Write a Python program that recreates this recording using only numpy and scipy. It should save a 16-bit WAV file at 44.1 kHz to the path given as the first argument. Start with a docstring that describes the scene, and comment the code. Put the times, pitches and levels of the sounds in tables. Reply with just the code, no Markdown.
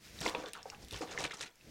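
"""In a small furnished room, a large thin plastic bottle of salted water is shaken by hand.
The water is thrown from end to end: swarms of ringing bubbles gurgle, splash and fizz, large air
pockets gulp, and drops patter and trickle back while the bottle rings along. The wall snaps and
crinkles under the grip, and the moving arms add a soft rumble, a swish of sleeves and a few thuds."""
import sys
import numpy as np
from scipy import signal
from scipy.fft import rfft, irfft
from scipy.io import wavfile

SR = 44100
rng = np.random.default_rng(int(sys.argv[2]) if len(sys.argv) > 2 else 0)


def transcribe(u):
    """Save the signal u as a 16-bit wav file named by the first command-line argument.

    u: samples, shape (n,) or (channels, n), limited to [-1, 1]; the rate is SR.
    q: integer samples, one column per channel.
    """
    v = np.clip(np.atleast_2d(u).T, -1, 1)
    q = np.round(v * 32767).astype(np.int16)
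    wavfile.write(sys.argv[1], SR, q)


N = 74970

# surges of water against the wall, each with three relative levels
# (time [s], length [s], gurgle [dB], splash [dB], fizz [dB])
SURGES = [(0.209, 0.05, -48.5, -46.5, -44.5), (0.239, 0.057, -44.5, -46, -46.5),
          (0.259, 0.0068, -39, -54, -43.5), (.305, 0.04, -48, -56, -61), (0.348, 0.0046, -38.5, -50, -68),
          (0.367, 0.075, -52.5, -54.5, -58.5), (0.453, 0.041, -54, -53.5, -62),
          (0.536, 0.038, -63, -56.5, -63), (0.569, 0.049, -64, -61, -74), (0.819, 0.0093, -59, -66, -55.5),
          (0.916, 0.072, -53.5, -53, -53.5), (1.011, 0.023, -41, -53, -50.5),
          (1.07, 0.058, -52, -53.5, -64), (1.104, 0.021, -48, -52.5, -53), (1.133, 0.063, -49, -57, -56),
          (1.183, 0.046, -45.5, -45.5, -46), (1.237, 0.012, -43, -41, -40), (1.269, 0.034, -60, -62, -73),
          (1.306, 0.0058, -54.5, -44.5, -51), (1.334, 0.011, -54.5, -58.5, -50),
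          (1.368, 0.05, -56.5, -60, -54), (1.406, 0.0072, -47.5, -43.5, -41),
          (1.419, 0.013, -51, -45.5, -46.5), (1.455, .012, -56.5, -52.5, -54)]
GURGLE, SPLASH, FIZZ = 2, 3, 4  # columns of SURGES


def amp(db):
    """Decibels to gain."""
    return 10 ** (np.asarray(db) / 20)


def unit_rms(x):
    """Scales a sound to rms 1."""
    return x / np.sqrt(np.mean(x ** 2) + 1e-20)


def at_hz(points, hz):
    """Reads a table on a log-frequency axis."""
    f, value = np.transpose(points)
    return np.interp(np.log(hz + 1), np.log(f + 1), value)


def add(mix, s, sound):
    """Mixes a sound in at time s."""
    part = mix[max(round(s * SR), 0):][:len(sound)]
    part += sound[:len(part)]


def coloured(x, spectrum):
    """EQs a sound with a curve, at rms 1."""
    gain = amp(at_hz(spectrum, np.fft.rfftfreq(len(x), 1 / SR)))
    return unit_rms(irfft(rfft(x) * gain, len(x)))


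def fader(points):
    """Gain over time from a curve in dB."""
    return amp(np.interp(np.arange(N) / SR, *np.transpose(points)))


def ring(t, hz, t60, glide=0):
    """A dying tone whose pitch climbs by the share glide each second."""
    return np.sin(2 * np.pi * hz * t * (1 + glide * t / 2)) * amp(-60 * t / t60)


def noise_burst(t, hz, t60, octaves):
    """Dying noise in a band around a pitch."""
    f = np.fft.rfftfreq(len(t), 1 / SR)
    band = np.exp(-(np.log2((f + 1) / hz) / octaves) ** 2)
    noise = irfft(rfft(rng.standard_normal(len(t))) * band, len(t))
    return unit_rms(noise) * amp(-60 * t / t60)


def room_tone():
    """A faint, steady bed of air."""
    # colour of the room's air (frequency [Hz], gain [dB])
    air_eq = [(25, 4), (100, -16), (400, -7.5), (1500, -14.5), (6000, -22.5), (16000, -21)]
    return amp(-71.5) * coloured(rng.standard_normal(N), air_eq)


def handling():
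    """The swung arms rumble, the sleeves swish, and the water's weight thuds into the hands."""
    # rumble of the arms (time [s], level [dB])
    rumble_levels = [(0, -67.5), (.15, -56.5), (.26, -51.5), (.4, -60.5), (.5, -67), (.69, -66), (.83, -55),
                     (.9, -61), (.96, -51.5), (1.02, -71), (1.15, -56.5), (1.24, -51.5), (1.31, -67),
                     (1.46, -67), (1.57, -82), (1.62, -67.5), (1.69, -54)]
    # its dark colour (frequency [Hz], gain [dB])
    rumble_eq = [(20, -11.5), (62, -6.5), (110, -6.5), (170, -8), (320, -11.5), (700, -20), (2000, -60)]
    # swish of the sleeves (time [s], level [dB])
    swish_levels = [(0, -68.5), (.055, -55.5), (.12, -59), (.18, -53.5), (.3, -56), (.52, -67.5),
                    (.61, -72), (.68, -59), (.78, -64.5), (.82, -60), (.87, -62.5), (.95, -56.5),
                    (1.3, -66.5), (1.46, -66), (1.52, -75), (1.6, -68), (1.7, -61)]
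    # colour of the cloth (frequency [Hz], gain [dB])
    sleeve_eq = [(200, -22), (900, -7), (1400, -2.5), (2000, 3), (3000, -1.5), (5500, -0.5), (9000, -9),
                 (16000, -16.5)]
    # thuds of the water's weight (time [s], level [dB], pitch [Hz])
    thuds = [(0.839, -43, 63), (0.928, -41.5, 74), (0.948, -39, 57.6), (1.235, -42.5, 147.4)]
    t, rise_s = np.arange(8000) / SR, 0.0052
    out = coloured(rng.standard_normal(N), rumble_eq) * fader(rumble_levels)
    out += coloured(rng.standard_normal(N), sleeve_eq) * fader(swish_levels)
    for s, db, hz in thuds:
        add(out, s, amp(db) * np.minimum(t / rise_s, 1) * ring(t, hz, t60=0.14))
    return out


def snaps():
    """A patch of the thin wall buckles or a bubble bursts: a quickly damped tone inside a broad crack."""
    # wall snaps and bubble bursts (time [s], level [dB], pitch [Hz], t60 [s])
    hits = [(0.189, -35, 3870, 0.0096), (0.205, -34.5, 5500, 0.016), (0.215, -33.5, 3240, 0.014),
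            (0.2618, -21, 2140, 0.012), (0.278, -31, 3330, 0.016), (0.295, -28, 4760, 0.0078),
            (.349, -19.5, 2517, 0.0089), (0.459, -35.5, 3560, 0.018), (0.485, -37.5, 4140, 0.01),
            (.535, -38.5, 2800, 0.01), (0.5519, -36.5, 1380, 0.013), (.629, -34.5, 5300, 0.0079),
            (0.7001, -31, 5260, 0.009), (0.7, -36, 2760, 0.009), (.747, -44.5, 2670, 0.012),
            (0.909, -31.5, 3590, 0.0098), (.935, -35, 3470, 0.013), (.943, -29.5, 3150, 0.0089),
            (.9617, -37, 5460, .008), (0.976, -38, 5330, 0.0088), (1.0128, -37, 5000, 0.0094),
            (1.0177, -37.5, 2440, 0.011), (1.176, -27, 2050, 0.017), (1.1867, -34.5, 6440, 0.0073),
            (1.251, -27.5, 2336, 0.019), (1.31, -33.5, 1890, 0.01), (1.3694, -40.5, 5900, 0.0092),
            (1.403, -36.5, 3680, 0.0097), (1.4105, -32, 3300, 0.0067), (1.6097, -50, 2620, 0.017)]
    t, out = np.arange(2048) / SR, np.zeros(N)
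    rise_s = 0.00082
    for s, db, hz, t60 in hits:
        crack = amp(-5) * noise_burst(t, hz, t60, octaves=0.68)
        add(out, s, amp(db) * np.minimum(t / rise_s, 1) * (ring(t, hz, t60) + crack))
    return out


def bubbles(low_hz, high_hz, per_s, cycles, spread_db, wash_db, climb, voices=36):
    """A swarm of bubbles, each ringing some cycles as it climbs in pitch, over a wash of churned water."""
    # colour of the churned water (frequency [Hz], gain [dB])
    water_eq = [(120, 4.5), (220, -11), (350, -4), (480, -5), (700, -6.5), (1100, -6.5), (1500, -5),
                (2300, -6), (3500, -5.5), (6000, -7), (8000, -13.5), (10500, -23.5), (16000, -42)]
    t, swarm = np.arange(4000) / SR, np.zeros(N)
    for hz in np.linspace(low_hz, high_hz, voices) * rng.uniform(0.908, 1.031, voices):
        strength = amp(spread_db * np.minimum(rng.exponential(1, N), 3)) * rng.choice([-1, 1], N)
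        births = strength * (rng.random(N) < per_s / voices / SR)
        t60 = cycles / hz * rng.uniform(0.58, 1.95)
        swarm += signal.oaconvolve(births, unit_rms(ring(t, hz, t60, climb / t60)))[:N]
    wash = amp(wash_db) * rng.standard_normal(N)
    band = signal.butter(3, [low_hz, high_hz], "bandpass", fs=SR, output="sos")
    return coloured(signal.sosfilt(band, unit_rms(swarm) + wash), water_eq)


def surge_envelope(surges, column=2):
    """Each rush of water rises quickly to the level in the given column, holds and dies away."""
    rise_s, fall_db_per_s = 0.0043, 664
    t, power = np.arange(N) / SR, np.zeros(N)
    for row in surges:
        age = t - row[0]
        attack = np.clip(age / rise_s, 0, 1)
        release_db = fall_db_per_s * np.maximum(age - row[1], 0)
        power += (attack * amp(row[column] - release_db)) ** 2
    return np.sqrt(power)


def clumps():
    """The spray lands in clumps: quick random swings in its level."""
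    clump_s, swing_db = 0.0044, 2
    window = np.hanning(round(2 * clump_s * SR))
    jitter = unit_rms(np.convolve(rng.standard_normal(N), window, "same"))
    return unit_rms(amp(swing_db * np.clip(jitter, -2, 2)))


def water():
    """Each surge stirs up big bubbles, small bubbles and a fine spray; at times water trickles back."""
    # water trickling down the wall (time [s], length [s], level [dB])
    trickles = [(.43, 0.036, -52.5), (.553, 0.034, -53.5), (.716, 0.022, -57)]
    gurgle = bubbles(169, 1407, per_s=1300, cycles=12, spread_db=6, wash_db=-6.5, climb=0.061)
    splash = bubbles(1348, 4054, per_s=1800, cycles=20, spread_db=4.6, wash_db=-14, climb=0.07)
    fizz = bubbles(3900, 14260, per_s=2600, cycles=16, spread_db=4.5, wash_db=-1, climb=0.029)
    trickle = bubbles(720, 1654, per_s=2300, cycles=12, spread_db=3.5, wash_db=-15, climb=0.087)
    gurgle *= amp(-1.72) * surge_envelope(SURGES, GURGLE)
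    splash *= surge_envelope(SURGES, SPLASH)
    fizz *= amp(-1.4) * surge_envelope(SURGES, FIZZ)
    trickle *= surge_envelope(trickles)
    return gurgle + (splash + fizz) * clumps() + trickle


def bottle(x):
    """The bottle rings along with the water at its own pitches."""
    # resonances of the bottle and the air in it (pitch [Hz])
    modes = [320, 418, 474, 694, 761, 964, 1155]
    width_hz = 32
    ringing = sum(signal.lfilter(*signal.iirpeak(hz, hz / width_hz, fs=SR), x) for hz in modes)
    return x + amp(-6) * ringing


def droplets():
    """Single drops keep falling back and pinging for a moment after each splash."""
    settle_s = 0.036
    pole = np.exp(-1 / (settle_s * SR))
    falling = signal.lfilter([1 - pole], [1, -pole], surge_envelope(SURGES, SPLASH))
    pings = bubbles(1198, 9190, per_s=260, cycles=51, spread_db=3, wash_db=-25, climb=0.076)
    return amp(-11.5) * falling * pings


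def gulps():
    """Large pockets of air close and ring briefly, each followed by its own short, noisy echo around its pitch."""
    # closing air pockets (time [s], level [dB], pitch [Hz], t60 of the tone [s])
    pockets = [(.209, -38.5, 174, 0.035), (0.2611, -33, 425, .025), (.2625, -29.5, 711, 0.021),
               (.2635, -26.5, 1030, 0.015), (0.272, -39, 300, 0.027), (.3485, -25.5, 910, 0.011),
               (.3525, -39, 571, 0.02), (.357, -39.5, 1104, 0.035), (.380, -37.5, 278, 0.037),
               (.399, -40, 510, 0.04), (0.439, -38, 496, 0.037), (.656, -40, 772, 0.041),
               (0.6563, -44, 444, 0.068), (.728, -48, 811, 0.088), (1.009, -34.5, 480, 0.027),
               (1.024, -40, 740, 0.037), (1.024, -41.5, 303, 0.096), (1.208, -39, 405, 0.019),
               (1.254, -33.5, 613, 0.02), (1.333, -36.5, 1270, 0.013), (1.408, -47, 433, 0.029)]
    t, out = np.arange(6000) / SR, np.zeros(N)
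    attack = 1 - np.exp(-t / 0.00022)
    for s, db, hz, t60 in pockets:
        blur = amp(-9.5) * noise_burst(t, hz, 1.94 * t60, octaves=1)
        add(out, s, amp(db) * attack * (ring(t, hz, t60, glide=0.8) + blur))
    return out


def crinkles():
    """Tiny creases in the plastic flip over with a bright, toneless click."""
    # flipping creases (time [s], level [dB])
    ticks = [(0.2121, -34), (0.2965, -41), (.486, -47), (.534, -34.5), (.848, -45.5), (0.8845, -44.5),
             (0.9106, -40), (0.926, -37), (.989, -45.5), (1.2048, -37), (1.2304, -41), (1.337, -50),
             (1.5566, -53.5)]
    # colour of a click (frequency [Hz], gain [dB])
    crease_eq = [(500, -23), (1500, -12), (2800, -3.5), (8000, -1), (11000, -7), (16000, -16.5)]
    t, out = np.arange(1024) / SR, np.zeros(N)
    t60 = 0.0059
    for s, db in ticks:
        add(out, s, coloured(rng.standard_normal(len(t)), crease_eq) * amp(db - 60 * t / t60))
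    return out


def mist():
    """The smallest drops merge into an airy hiss."""
    # fine mist from the hardest throw (time [s], length [s], level [dB])
    puffs = [(.25, .045, -60)]
    highpass = signal.butter(2, 10000, "highpass", fs=SR, output="sos")
    return unit_rms(signal.sosfilt(highpass, rng.standard_normal(N))) * surge_envelope(puffs)


def room(x, early_db, early_t60, tail_db):
    """Quick echoes inside and around the bottle, then the short tail of the room."""
    # decay of the furnished room (frequency [Hz], t60 [s])
    decay_times = [(200, 0.074), (700, 0.35), (2000, 0.21), (6000, 0.086), (14000, 0.19)]
    t = np.arange(SR // 2) / SR
    taps = rng.standard_normal(len(t)) * (rng.random(len(t)) < .15) * (t > .002)
    early = taps * amp(-60 * t / early_t60)
    late_noise = rng.standard_normal(len(t)) * (t > .008)
    hz, age, bands = signal.stft(late_noise, SR, nperseg=256)
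    decay = amp(-60 * age / at_hz(decay_times, hz)[:, None])
    tail = signal.istft(bands * decay, SR, nperseg=256)[1][:len(t)]
    echo = amp(early_db) * early / np.linalg.norm(early) + amp(tail_db) * tail / np.linalg.norm(tail)
    return x + signal.fftconvolve(x, echo)[:N]


def scene():
    """Water, bottle wall and handling in the quiet room, in mono."""
    air = room_tone()
    slosh = room(bottle(water()) + droplets(), early_db=-14.5, early_t60=0.055, tail_db=-13)
    gulping = room(bottle(gulps()), early_db=-10, early_t60=0.047, tail_db=-11.5)
    wall = room(snaps() + crinkles(), early_db=-10, early_t60=0.026, tail_db=-13)
    return (slosh + gulping + wall + handling() + air + mist())[None]


def record(dry):
    """A steep low-pass trims the very top of the treble."""
    lowpass = signal.firwin(511, cutoff=16100, window=("kaiser", 9), fs=SR)
    return signal.oaconvolve(dry, lowpass[None], "same")


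dry = scene()
out = record(dry)
transcribe(out)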